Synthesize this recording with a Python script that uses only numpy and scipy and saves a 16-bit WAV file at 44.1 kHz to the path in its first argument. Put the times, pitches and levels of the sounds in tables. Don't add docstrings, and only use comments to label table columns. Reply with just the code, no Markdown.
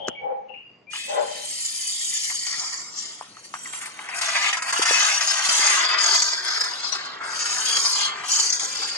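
import sys
import numpy as np
from scipy import signal
from scipy.fft import rfft, irfft, next_fast_len
from scipy.io import wavfile
from scipy.ndimage import uniform_filter1d

SR = 44100
rng = np.random.default_rng(int(sys.argv[2]) if len(sys.argv) > 2 else 0)


def master(y):
    cut = np.clip(np.atleast_2d(y).T, -1, 1)
    pcm = np.round(cut * 32767)
    wavfile.write(sys.argv[1], SR, pcm.astype(np.int16))


def voltage_ratio(level):
    return 10 ** (np.asarray(level, float) / 20)


N = 395577
T = np.arange(N) / SR

# [t/s, flow level/dB, tip clear of foam/dB, lower straw resonances over upper/dB]
GAS = [(.93, -36, -2, 5), (1.17, -44, 2, 0), (1.65, -31.5, -1, 3), (2.2, -29.5, -2.5, 1.5),
       (2.64, -25.5, -12, 4), (3.0, -33.5, -13.5, 2.5), (3.35, -58, 2.5, -2), (3.77, -45.5, 7, -6),
       (4.13, -54, 5, -5), (4.26, -30.5, -7, 2.5), (5.02, -24, -5, 2), (5.75, -21, -7, 1),
       (6.17, -21.5, -17.5, 9.5), (6.6, -29, -16, 13.5), (7.5, -28, -7, 2.5), (7.95, -26, -8, 5.5),
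       (8.33, -21.5, -9, -0.5), (8.97, -35, -10, 7.5)]
# [t/s, amount level/dB, tightness of the mouth/dB]
BEAD = [(.93, -68, 27.5), (1.65, -57.5, 8), (2.4, -57.5, 14), (2.6, -40, 5.5), (2.9, -49, 1),
        (3.5, -60.5, -2.5), (3.76, -45.5, 1.5), (4.0, -43.5, -1.5), (4.13, -35.5, 2.5), (4.45, -28, 5.5),
        (4.75, -29.5, -1), (5.03, -28, 2.5), (5.3, -31, -1), (5.75, -24.5, 0.5), (6.15, -29, -6),
        (6.4, -36.5, -3.5), (8.3, -36.5, -2.5), (8.97, -40.5, -2)]
STALLS = [(2.92, 0.73, 8, 4.5, 10.5), (3.93, 0.06, 4.5, 5, -2), (4.165, 0.047, -13.5, -1, 10),
          (4.62, 0.11, 15, 7, 10), (5.42, 0.43, 8.5, 3, -3), (5.956, 0.22, 15, 0.3, -6),
          (6.3, 0.13, 3.5, 3, -3.5), (6.422, 0.13, 7.5, 2, 2), (6.56, 0.28, -0.5, -1.5, -4.5),
          (6.82, 0.19, 8.5, 2.5, -2.5), (7.198, 0.36, 25, 3, -4.5), (7.301, 0.14, 9.5, 0.5, 7),
          (7.7, 0.11, -2, 0, -5), (7.88, 0.32, -2.5, 1, 1), (8.031, 0.08, 5.5, -0.5, -9),
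          (8.129, 0.072, 24, 0, -6), (8.222, 0.086, 25.5, 1, -2), (8.5, 0.13, 2, 2.5, 1.5),
          (8.7, 0.39, 2, 3, -0.5)]
# [t/s, peak level/dB, gurgle over peak/dB, choke 0-1]
SPURTS = [(2.4657, -17.5, -4, 0.24), (3.537, -26, -17, 0), (3.727, -27, -15, .3), (3.813, -29, -12, .3),
          (3.857, -28, -12, 0.15), (4.089, -48, 14, 0.5), (4.145, -23, -25, 0.1), (4.212, -8, -17, 0.55),
          (4.5273, -16, 2, 0.7), (4.570, -8.5, -0.5, 0.4), (4.622, -5.5, -7, 0.3), (4.7252, -37, 21, 1),
          (4.284, -19, 6, 0.2), (4.349, -22, 13, 0.23), (4.759, -22, -2, 0.57), (4.817, -19, -14, 0.6),
          (4.8537, -17, 7, 0.65), (5.208, -15, 2, 0.5), (5.272, -12, -14, 0.35), (5.487, -19, -12, 0.46),
          (5.448, -16, -20, 0), (5.838, -16, -25, 0.05), (5.884, -27, -5, 0.55), (6.104, -13, -14, 0.35),
          (6.217, -16, -22, 0.47), (6.6084, -12, -10, 0.37), (6.637, -16, -7, 0.55), (6.924, -26, -16, 0.6),
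          (7.208, -43, 19, 0), (7.3913, -33, -15, 0.57), (7.456, -10, -20, 0.35), (7.653, -13, -19, 0.26),
          (7.953, -11, -25, 0.33), (8.281, -40, -12, 0.37), (8.525, -6, -36, 0.56), (8.595, -11, -38, 0.62)]
# [t/s, swell/dB, half length/s]
GULPS = [(1.975, -5, 0.0017), (2.154, 1.5, 0.031), (2.244, 4.5, 0.016), (2.312, 2, 0.01),
         (2.468, 3, 0.0041), (2.733, 4.5, 0.013), (3.197, 1, 0.0038), (3.451, 8, 0.013),
         (4.015, 4.5, 0.005), (4.187, 3.5, 0.0042), (4.236, 1.6, 0.023), (4.71, 2, 0.0038),
         (4.829, 4, 0.0091), (4.904, 2.5, 0.013), (5.314, 6.5, 0.0062), (5.341, 4.5, 0.0056),
         (5.371, 2, 0.0066), (5.468, 2, 0.011), (5.492, 3, 0.0053), (5.941, 3.5, 0.0051), (6.09, 3, 0.006),
         (6.151, 5, 0.013), (6.202, 5.5, 0.0089), (6.223, 5.5, 0.0057), (6.283, 2.5, 0.0081),
         (6.333, 5, 0.006), (6.452, 2.5, 0.0085), (6.484, 4.5, 0.006), (6.551, 2.5, 0.0048),
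         (6.59, -1.5, 0.0075), (6.613, 3, 0.011), (6.64, 2, 0.012), (6.848, 3.5, 0.013), (6.922, 7, 0.0046),
         (6.958, 4.5, 0.0059), (7.066, 4, 0.011), (7.242, 4.5, 0.01), (7.397, 0, 0.0062),
         (7.526, 3.5, 0.0096), (7.645, 2, 0.006), (7.691, 3, 0.006), (7.771, 6.5, 0.0068), (7.854, 2, 0.01),
         (8.01, 5.5, 0.007), (8.24, 4.5, 0.0041), (8.398, 6, 0.0071), (8.435, 4, 0.0059),
         (8.457, 4.5, 0.0056), (8.504, 3, 0.012), (8.645, 2, 0.0092), (8.756, 3.5, 0.0055),
         (8.827, 4, 0.012), (8.891, 5.5, 0.0053)]
# [t/s, level/dB]
DIVES = [(5.5, -29), (5.7, -25), (6.4, -16), (6.6, -14.5), (7.9, -15.5), (8.2, -20.5), (8.6, -12.5)]

# [f/Hz, level/dB per Hz]
GURGLE = [(520, -31), (640, -7), (800, -6), (1070, -1.5), (1400, 0), (1650, 0.5)]
# [f/Hz, level/dB per Hz]
HEAP = [(220, -2.5), (400, 12.5), (600, 8)]
# [f/Hz, level/dB per Hz]
MOUTH = [(1450, -39), (1700, 2.5), (2000, 6.5), (2300, 1), (2700, -2.5)]
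# [f/Hz, level/dB per Hz]
THROAT = [(2300, -5.5), (2700, -2.5), (3350, 4), (4000, -4.5), (4500, 0)]
# [f/Hz, width/Hz, level/dB]
STRAW = [(4700, 640, -2), (5200, 600, -6), (5850, 450, -3), (6600, 450, 0), (7100, 400, -1),
         (7750, 500, -6)]
# [f/Hz, level/dB per Hz]
AIR = [(7300, -3.5), (8100, 2), (9500, -2.5), (10500, -5.5), (11700, -16.5), (12600, -18), (13600, -42),
       (14800, -18.5), (15500, -32)]

# [start t/s, end t/s, f/Hz, half width/Hz, gain/dB]
HOLLOWS = [(1.55, 3.2, 7110, 290, 6), (8.16, 8.6, 5600, 630, 2.5), (2.1, 4.3, 5500, 230, 6.5),
           (1.1, 2.4, 3140, 150, 6.5), (1.53, 2.4, 10100, 560, 4), (1.45, 3.6, 1590, 126, -13.5),
           (2.5, 3.0, 1180, 250, 6), (3.3, 3.5, 4400, 480, 9), (3.54, 3.8, 7830, 350, 9.5),
           (3.55, 3.67, 5800, 200, 9), (4.54, 4.62, 11300, 1200, -12), (4.2, 4.55, 7060, 270, 2),
           (4.7, 4.5, 4400, 490, 3), (4.3, 4.55, 1770, 580, -3), (4.75, 5.25, 2690, 170, 7.5),
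           (4.7, 5.2, 1620, 360, 2.5), (4.85, 5.5, 5390, 300, 6.5), (5.0, 5.5, 6400, 740, 3.5),
           (5.55, 5.8, 6340, 260, 4), (5.74, 5.95, 1970, 200, 4), (5.85, 6.024, 4800, 230, 14),
           (6.0, 6.3, 6450, 820, 4.5), (6.17, 6.72, 2740, 350, -11), (6.35, 6.7, 1690, 400, 7),
           (6.05, 6.35, 5100, 310, -2), (7.75, 8.1, 3950, 210, 5.5), (6.75, 7.15, 4010, 350, 9.5),
           (6.72, 7.6, 5500, 450, 2), (7.2, 7.5, 1420, 350, 7.5), (7.3, 8.05, 6300, 600, 2),
           (7.5, 7.95, 6740, 270, 5.5), (7.6, 7.8, 3200, 230, 8.5), (7.95, 8.14, 3200, 290, 6.5),
           (7.7, 8.4, 1120, 186, 7), (8.3, 8.65, 6670, 560, 5), (8.5, 8.68, 2910, 270, -15),
           (8.81, 10, 4700, 330, 5.5), (7.55, 7.78, 1600, 260, 6.5), (5.7, 6.05, 760, 180, -6),
           (8.3, 8.55, 4980, 320, 4)]
# [start t/s, end t/s, f/Hz, gain/dB]
NULLS = [(1.65, 2.8, 2710, -10), (1.46, 2.4, 3234, -6), (2.25, 3.2, 2530, -17), (3.3, 4.2, 3520, -15),
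         (4.5, 4.85, 4300, -18), (6.68, 7.3, 2480, -8), (6.65, 7.3, 3070, -7), (7.78, 7.93, 2880, -17),
         (7.4, 8.5, 3570, -14), (5.25, 5.5, 3340, -3), (3.55, 3.9, 3370, -6)]

# [t/s, peak level/dB, f/Hz, t60/s, crack level/dB]
POPS = [(0.073, -44, 1500, .005, 8), (.08, -14.5, 397, 0.0089, -18), (0.083, -13.5, 1200, 0.0042, -10),
        (0.087, -20.5, 190, 0.011, -40), (0.932, -27, 1180, 0.015, -10), (0.94, -38, 1090, .03, -18),
        (0.957, -25, 2140, 0.011, -20), (2.299, -22.5, 1780, 0.022, -13), (2.465, -29, 2000, 0.011, -1),
        (2.579, -41, 148.8, 0.039, -40), (3.21, -19, 820, 0.0052, -32), (3.224, -36, 940, 0.018, -20),
        (3.368, -33, 1110, 0.012, -8), (3.539, -17.5, 990, 0.007, -15), (3.656, -24.5, 1790, 0.021, -22),
        (3.735, -23, 1910, .006, -16), (3.816, -27, 1920, 0.011, -22), (3.858, -27, 1790, 0.0078, -28),
        (3.99, -22, 1810, 0.006, -28), (4.063, -39, 1750, .007, -18), (4.087, -22.5, 1820, 0.011, -12),
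        (4.793, -16, 337, 0.013, -22), (4.908, -12, 510, 0.0067, -24), (5.487, -30, 152, 0.013, -35),
        (5.592, -25.5, 344, 0.0084, -35)]
# [f/Hz, level/dB per Hz]
SPIT = [(700, -2.5), (1100, 7), (2100, -1.5), (3000, -4.5)]
# [t/s, level/dB, f/Hz]
SQUEAKS = [(.932, -28, 2880), (.958, -29, 2880), (2.5, -33, 9300), (3.222, -42, 8500), (3.392, -40, 6780),
           (3.818, -35, 6800), (4.1, -39, 5030), (4.186, -29, 7000), (5.3, -25, 5300), (6.848, -23.5, 5200),
           (6.926, -21.5, 5800), (6.61, -26, 7500), (6.445, -31.5, 9300)]

# [f/Hz, left lead/rad]
PORTS = [(200, 0.2), (950, 0.64), (2580, 1.5), (3270, -2.5), (3800, -4.5), (6120, -4), (6980, -7),
         (8270, -10.5), (9600, -10.5), (11000, -11.5), (12800, -10.5)]
# [f/Hz, left over right/dB]
TILT = [(200, 1), (700, 8.5), (1200, 0.5), (3100, 5), (3800, -5), (5800, 20), (7200, -9.5), (9000, 7),
        (11000, -3), (12500, -0.5)]
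# [f/Hz, t60/s]
VAN = [(300, 0.084), (2000, 0.039), (7000, 0.027), (12000, 0.03)]
# [f/Hz, level/dB]
WET = [(300, -4), (2000, -1), (5500, 3), (8500, -2), (11000, -10)]

# [start t/s, end t/s, from f/Hz, to f/Hz, level/dB]
CLEAR = [
    (0.15, 0.21, 2284, 2243, -37.5),
    (0.492, 0.499, 2650, 2900, -40),
    (0.539, 0.545, 2700, 2300, -35),
    (0.869, 0.94, 2365, 2500, -39.5),
    (0.91, 1.141, 2497, 2620, -39),
]
# [start t/s, end t/s, from f/Hz, to f/Hz, level/dB]
HOARSE = [
    (-.03, 0.06, 3094, 3210, -40),
    (-.03, 0.048, 3530, 3390, -54),
    (-.03, 0.035, 2790, 2900, -48),
    (0.115, 0.167, 3420, 3200, -52),
    (0.041, 0.091, 3344, 2814, -33.5),
    (0.483, 0.636, 2783, 2817, -40.5),
    (0.616, 0.828, 4750, 4780, -71),
]
WARBLE = [.011, 0.0307]
# [t/s, level/dB]
BARKS = [
    [(0.0, -34.5), (0.07, -36), (.13, -42.5), (.19, -52)],
    [(0.19, -51), (0.242, -29), (0.318, -23.5), (0.492, -46), (0.504, -35.5), (0.6, -58)],
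    [(1.04, -68), (1.1, -32), (1.184, -18), (1.29, -31.5), (1.444, -42), (1.5, -51.5), (1.6, -57)],
]
# [pitch f/Hz, resonances [f/Hz, width/Hz, level/dB]]
MUZZLE = [
    (540, [(560, 92, -2.5), (835, 70, -0.5)]),
    (270.4, [(510, 28, 1.5), (807, 15.6, 8.5), (896, 160, -14)]),
    (204, [(444, 83, -10), (595, 27, 4), (820, 34, 0), (1025, 71, -10), (1495, 160, -17)]),
]

# [f/Hz, level/dB per Hz]
FLOOR = [(25, -38), (60, -16), (130, -6), (300, -6.5), (800, -14.5), (1500, -21), (2500, -19.5),
         (3500, -32), (5000, -36.5), (8000, -38.5), (11000, -87)]
# [t/s, level/dB]
RUSH = [(0, -56), (.87, -62.5), (1.2, -56.5), (1.7, -64), (3, -59), (4.2, -59), (6.3, -64), (7.3, -56),
        (8.97, -58)]
# [f/Hz, level/dB under a full-scale sound]
MASK = [(6500, -78), (8500, -51.5), (12000, -59.5), (13500, -45.5), (14800, -61)]

PRESS_S, OPEN_S = 0.898, 0.06
CLEAR_S, JET_LOSS = 0.084, 0.99
THROAT_DB, BY_FLOW, BY_JET, BY_MOUTH = -37.5, 0.34, 0.15, 0.41
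FADE_S, FADE_SLOPE, BLOW_S = 0.011, 0.23, 0.00036
HOLLOW_EDGE_S, NULL_HZ = 0.02, 114
DRIFT, DRIFT_RATE = 0.032, 9.17
SPIT_DB, SPIT_S, KNOCK_HZ = -11, .022, 900
SQUEAK_S, SQUEAK_WARBLE = .008, 0.021


def unit(x):
    return x / np.sqrt(np.mean(x ** 2) + 1e-20)


def along(points, hz):
    f, v = np.transpose(points)
    return np.interp(np.log(hz + 1), np.log(f + 1), v)


def level(rows, column):
    rows = np.array(rows)
    return voltage_ratio(np.interp(T, rows[:, 0], rows[:, column], left=-120, right=-120))


def control(rows):
    s, *columns = np.transpose(rows)
    return [np.interp(T, s, c) for c in columns]


def wobble(rate, count=N):
    knots = rng.standard_normal(int(count * rate / SR) + 2)
    return np.interp(T[:count] * rate, np.arange(len(knots)), knots)


def filtered(x, response):
    m = next_fast_len(x.shape[-1] + 8192, True)
    return irfft(rfft(x, m) * response(np.fft.rfftfreq(m, 1 / SR)), m)[..., :x.shape[-1]]


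def shape(points):
    closed = [(points[0][0] * .5, -120)] + list(points) + [(points[-1][0] * 1.5, -120)]
    return lambda f: voltage_ratio(along(closed, f))


def modes(table):
    return lambda f: sum((-1) ** k * voltage_ratio(db) * 1j * f * w / (c * c - f * f + 1j * f * w)
                         for k, (c, w, db) in enumerate(table))


def froth(response, patchy_db, grain_db, flutter_db):
    raw = rng.standard_normal(N) * voltage_ratio(grain_db * wobble(350) + flutter_db * wobble(35))
    f, _, z = signal.stft(raw, SR, nperseg=1024)
    field = uniform_filter1d(rng.standard_normal(z.shape), size=6, axis=0)
    field = uniform_filter1d(field, size=8, axis=1)
    z = z * voltage_ratio(patchy_db * unit(field)) * abs(response(f))[:, None]
    return unit(signal.istft(z, nperseg=1024)[1][:N])


def tail(seconds, t60):
    hz, t, z = signal.stft(rng.standard_normal((2, int(seconds * SR))), SR, nperseg=128)
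    ir = signal.istft(z * voltage_ratio(-60 * t / t60(hz)[:, None]), SR, nperseg=128)[1]
    return ir / np.linalg.norm(ir, axis=1, keepdims=True)


def foam():
    high, low, gate = plugs()
    flow_db, clear_db, opening_db = control(GAS)
    bead_db, tight_db = control(BEAD)
    gas_loss, foam_loss, throat_loss = stalls()
    hiss_db = flow_db - gas_loss
    jet_db = flow_db + clear_db - JET_LOSS * gas_loss
    bead_db = bead_db - foam_loss
    throat_db = THROAT_DB - throat_loss + BY_FLOW * (hiss_db + 33.5)
    throat_db += BY_JET * (jet_db + 40.5) + BY_MOUTH * (bead_db + tight_db + 38.5)
    hiss = voltage_ratio(hiss_db)
    push = 1 + high / (hiss + 1e-4)
    tilt = voltage_ratio(opening_db / 2)
    heaped = voltage_ratio(control(DIVES)[0])
    lower, upper = modes(STRAW[:2]), modes(STRAW[2:])
    lower_straw = lambda f: lower(f) / (1 + (3550 / (f + 1)) ** 8)
    upper_straw = lambda f: upper(f) / (1 + (5200 / (f + 1)) ** 8)

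    out = (voltage_ratio(bead_db) + low) * froth(shape(GURGLE), patchy_db=0.5, grain_db=2.0, flutter_db=1.0)
    out += heaped * voltage_ratio(bead_db) * froth(shape(HEAP), patchy_db=1.6, grain_db=1.5, flutter_db=1.5)
    out += (voltage_ratio(bead_db + tight_db) + low) * froth(shape(MOUTH), patchy_db=0.2, grain_db=2.0, flutter_db=2.5)
    out += push * voltage_ratio(throat_db) * froth(shape(THROAT), patchy_db=1.74, grain_db=1.5, flutter_db=0.5)
    out += push * hiss * tilt * voltage_ratio(-6.5) * froth(lower_straw, patchy_db=1.54, grain_db=3.0, flutter_db=0.2)
    out += push * hiss / tilt * voltage_ratio(-2.0) * froth(upper_straw, patchy_db=2.5, grain_db=3.0, flutter_db=1.14)
    out += push * voltage_ratio(jet_db) * froth(shape(AIR), patchy_db=3.0, grain_db=3.0, flutter_db=1.3)
    trigger = np.clip((T - PRESS_S) / OPEN_S, 0, 1)
    return trigger * gate * voltage_ratio(0.51 * wobble(55)) * out


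def stalls():
    t = T[::32]
    losses_db = sum(np.outer(depths_db, np.interp(t, [s - build, s, s + CLEAR_S], [0, 1, 0]))
                    for s, build, *depths_db in STALLS)
    return [np.interp(T, t, loss_db) for loss_db in losses_db]


def plugs():
    high, low, gate = np.zeros(N + SR), np.zeros(N + SR), np.ones(N + SR)
    t = np.arange(SR // 8) / SR
    for s, db, gurgle_db, choke in SPURTS:
        fade = np.clip(FADE_S * voltage_ratio(-FADE_SLOPE * (db + 24.0)), .004, .06)
        puff = (1 - np.exp(-t / BLOW_S)) * np.exp(-t / fade)
        at = round(s * SR)
        high[at:][:len(t)] += voltage_ratio(db - 17) * puff
        low[at:][:len(t)] += voltage_ratio(db + gurgle_db - 18) * puff
        gate[at - len(t):at] *= 1 - np.clip(choke, 0, .95) * np.exp(-(t[::-1] / 0.02) ** 2)
    return high[:N], low[:N], gate[:N]


def gulps():
    db = np.zeros(N)
    for s, swell_db, half in GULPS:
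        near = slice(round((s - .06) * SR), round((s + .06) * SR))
        db[near] += swell_db * np.exp(-((T[near] - s) / max(half, .002)) ** 2)
    return voltage_ratio(db)


def hollowed(x):
    f, t, z = signal.stft(x, SR, nperseg=512)
    colour_db = np.zeros(z.shape)
    nulls = [(start, end, hz, NULL_HZ, db) for start, end, hz, db in NULLS]
    for start, end, hz, width_hz, gain_db in list(HOLLOWS) + nulls:
        lasting = np.clip(np.minimum(t - start, end - t) / HOLLOW_EDGE_S + .5, 0, 1)
        on = lasting > 0
        knots = rng.standard_normal(100)
        drift = np.interp((t[on] - start) * DRIFT_RATE, np.arange(len(knots)), knots)
        centre = hz * (1 + DRIFT * drift)
        colour_db[:, on] += gain_db * lasting[on] * np.exp(-((f[:, None] - centre) / width_hz) ** 2)
    return signal.istft(z * voltage_ratio(colour_db), nperseg=512)[1][:N]


def pops():
    out, t = np.zeros(N + SR), np.arange(SR // 12) / SR
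    for s, db, hz, t60, crack_db in POPS:
        tone = np.sin(2 * np.pi * hz * (t + 0.0011 * (1 - np.exp(-t / 0.0053))))
        ring = voltage_ratio(-60 * t / t60) * (1 - np.exp(-t / .0008)) ** 2
        ring /= ring.max()
        spray = unit(uniform_filter1d(rng.standard_normal(len(t)), size=10))
        spray *= 0.092 * voltage_ratio(-60 * t / (4 * t60)) * (1 - np.exp(-t / 0.0014))
        crack = np.convolve(rng.standard_normal(len(t)), [1, 2, 2, 1, -1, -2, -2, -1])[:len(t)] / 3
        crack *= voltage_ratio(crack_db - 60 * t / .008)
        out[round((s + .001) * SR):][:len(t)] += voltage_ratio(db + 1) * (tone * (ring + spray) + crack)
    return filtered(out[:N], lambda f: (1j * f / (90 + 1j * f)) ** 3)


def spits():
    out, t = np.zeros(N), T[:SR // 8]
    for s, db, hz, *_ in POPS:
        if hz > KNOCK_HZ and s > PRESS_S:
            droplets = rng.standard_normal(len(t)) * voltage_ratio(5.6 * wobble(350, count=len(t)))
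            spray = unit(filtered(droplets, shape(SPIT)))
            out[round(s * SR):][:len(t)] += voltage_ratio(db + SPIT_DB) * np.exp(-t / SPIT_S) * spray
    return out


def squeaks():
    out, t = np.zeros(N), T[:SR // 16]
    for s, db, hz in SQUEAKS:
        turns = np.cumsum(hz * (1 + SQUEAK_WARBLE * wobble(500, count=len(t)))) / SR
        whistle = np.exp(-(t / SQUEAK_S - 1.5) ** 2) * np.sin(2 * np.pi * turns)
        out[round((s - SQUEAK_S) * SR):][:len(t)] += voltage_ratio(db) * whistle
    return out


def ports(x):
    half = lambda f: np.exp(.5j * along(PORTS, f)) * voltage_ratio(along(TILT, f) / 2)
    return filtered(x, lambda f: np.array([half(f), 1 / half(f)]))


def van(x):
    hop = SR // 8
    out, x = np.zeros((2, N + 3 * hop + SR)), np.pad(x, (hop, 2 * hop))
    for k in range(0, N + hop, hop):
        part = x[k:k + 2 * hop] * np.sqrt(np.hanning(2 * hop))
        wet = signal.fftconvolve(part[None], tail(.08, lambda f: along(VAN, f)), axes=1)
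        out[:, k + 90:][:, :wet.shape[1]] += wet
    return filtered(out[:, hop:][:, :N], lambda f: voltage_ratio(along(WET, f)))


def bird():
    out, t = np.zeros(N), T[:2 * SR]
    for notes, warble in zip((CLEAR, HOARSE), WARBLE):
        for start, end, from_hz, to_hz, db in notes:
            u = np.clip((t - start) / (end - start), 0, 1)
            hz = (from_hz + (to_hz - from_hz) * u) * (1 + warble * wobble(400, count=len(t)))
            swell = abs(np.sin(np.pi * u)) ** 0.41 * (u < 1)
            out[:len(t)] += voltage_ratio(db + 2.0) * swell * np.sin(2 * np.pi * np.cumsum(hz) / SR)
    yard = signal.oaconvolve(out[None], tail(0.96, lambda f: 0.5 + 0 * f), axes=1)[:, :N]
    return voltage_ratio(-1) * out * [[1], [.3]] + voltage_ratio(-0.5) * yard


def dog():
    out, n = np.zeros((2, N)), 2 * SR
    distance = [(300, -10), (430, -5.5), (2200, -9.0), (2800, -36)]  # f/Hz, level/dB
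    for rows, (pitch_hz, throat) in zip(BARKS, MUZZLE):
        turns = np.cumsum(pitch_hz * (1 + 0.043 * wobble(29.92, count=n))) / SR
        pulses = unit(np.diff(np.floor(turns), prepend=0))
        source = pulses + 2.8 * rng.standard_normal((2, n))
        voice = filtered(source, lambda f: modes(throat)(f) * voltage_ratio(along(distance, f)))
        out[:, :n] += level(rows, 1)[:n] * unit(voice)
    return np.array([voltage_ratio(1.5) * out[0], -voltage_ratio(-4) * (0.36 * np.roll(out[0], 3) + 1.0 * out[1])])


def outdoor_rush():
    apart = lambda f: shape(FLOOR)(f) * voltage_ratio(along([(150, -8), (400, 0)], f))
    a = froth(shape(FLOOR), patchy_db=1.5, grain_db=.3, flutter_db=.8)
    b = froth(apart, patchy_db=1.5, grain_db=.3, flutter_db=.8)
    return level(RUSH, 1) * voltage_ratio(1.5) * np.array([a + 0.81 * b, a - 0.38 * b])


def thinned(x):
    f, _, z = signal.stft(np.array([x[0] + x[1], x[0] - x[1]]) / 2, SR, nperseg=2048)
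    power = abs(z[:, :1024]) ** 2
    bands = power.reshape(2, 64, 16, -1).mean(2).repeat(16, axis=1)
    whim = 6 * uniform_filter1d(rng.standard_normal((64, z.shape[2])), size=3, axis=1).repeat(16, axis=0)
    whole_db = 10 * np.log10(2 * power.sum(1).mean(0) + 1e-12)
    treble = power[0, 350:].sum(0)
    sudden = (treble > 60 * np.roll(treble, 2)) & (treble > 8 * np.roll(treble, -3))
    weakest = voltage_ratio(along(MASK, f[:1024])[:, None] + .8 * whole_db + whim) ** 2
    z[:, :1024] *= (bands > weakest) | sudden
    mid, side = signal.istft(z, nperseg=2048)[1][:, :N]
    return np.array([mid + side, mid - side])


def scene():
    jet = hollowed(gulps() * foam())
    bursts = pops() + spits() + squeaks()
    can = ports(jet + bursts) + van(jet + voltage_ratio(-8.0) * bursts)
    return voltage_ratio(-3.0) * can + bird() + dog() + outdoor_rush()


def low_pass(x):
    return signal.sosfilt(signal.butter(12, 16470, fs=SR, output="sos"), x)


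def record(dry):
    heard = filtered(dry, lambda f: (1j * f / (60 + 1j * f)) ** 2 * (f < 15600))
    heard = heard / (1 + abs(heard / 1.1) ** 3) ** (1 / 3)
    return low_pass(thinned(heard))


dry = scene()
out = record(dry)
master(out)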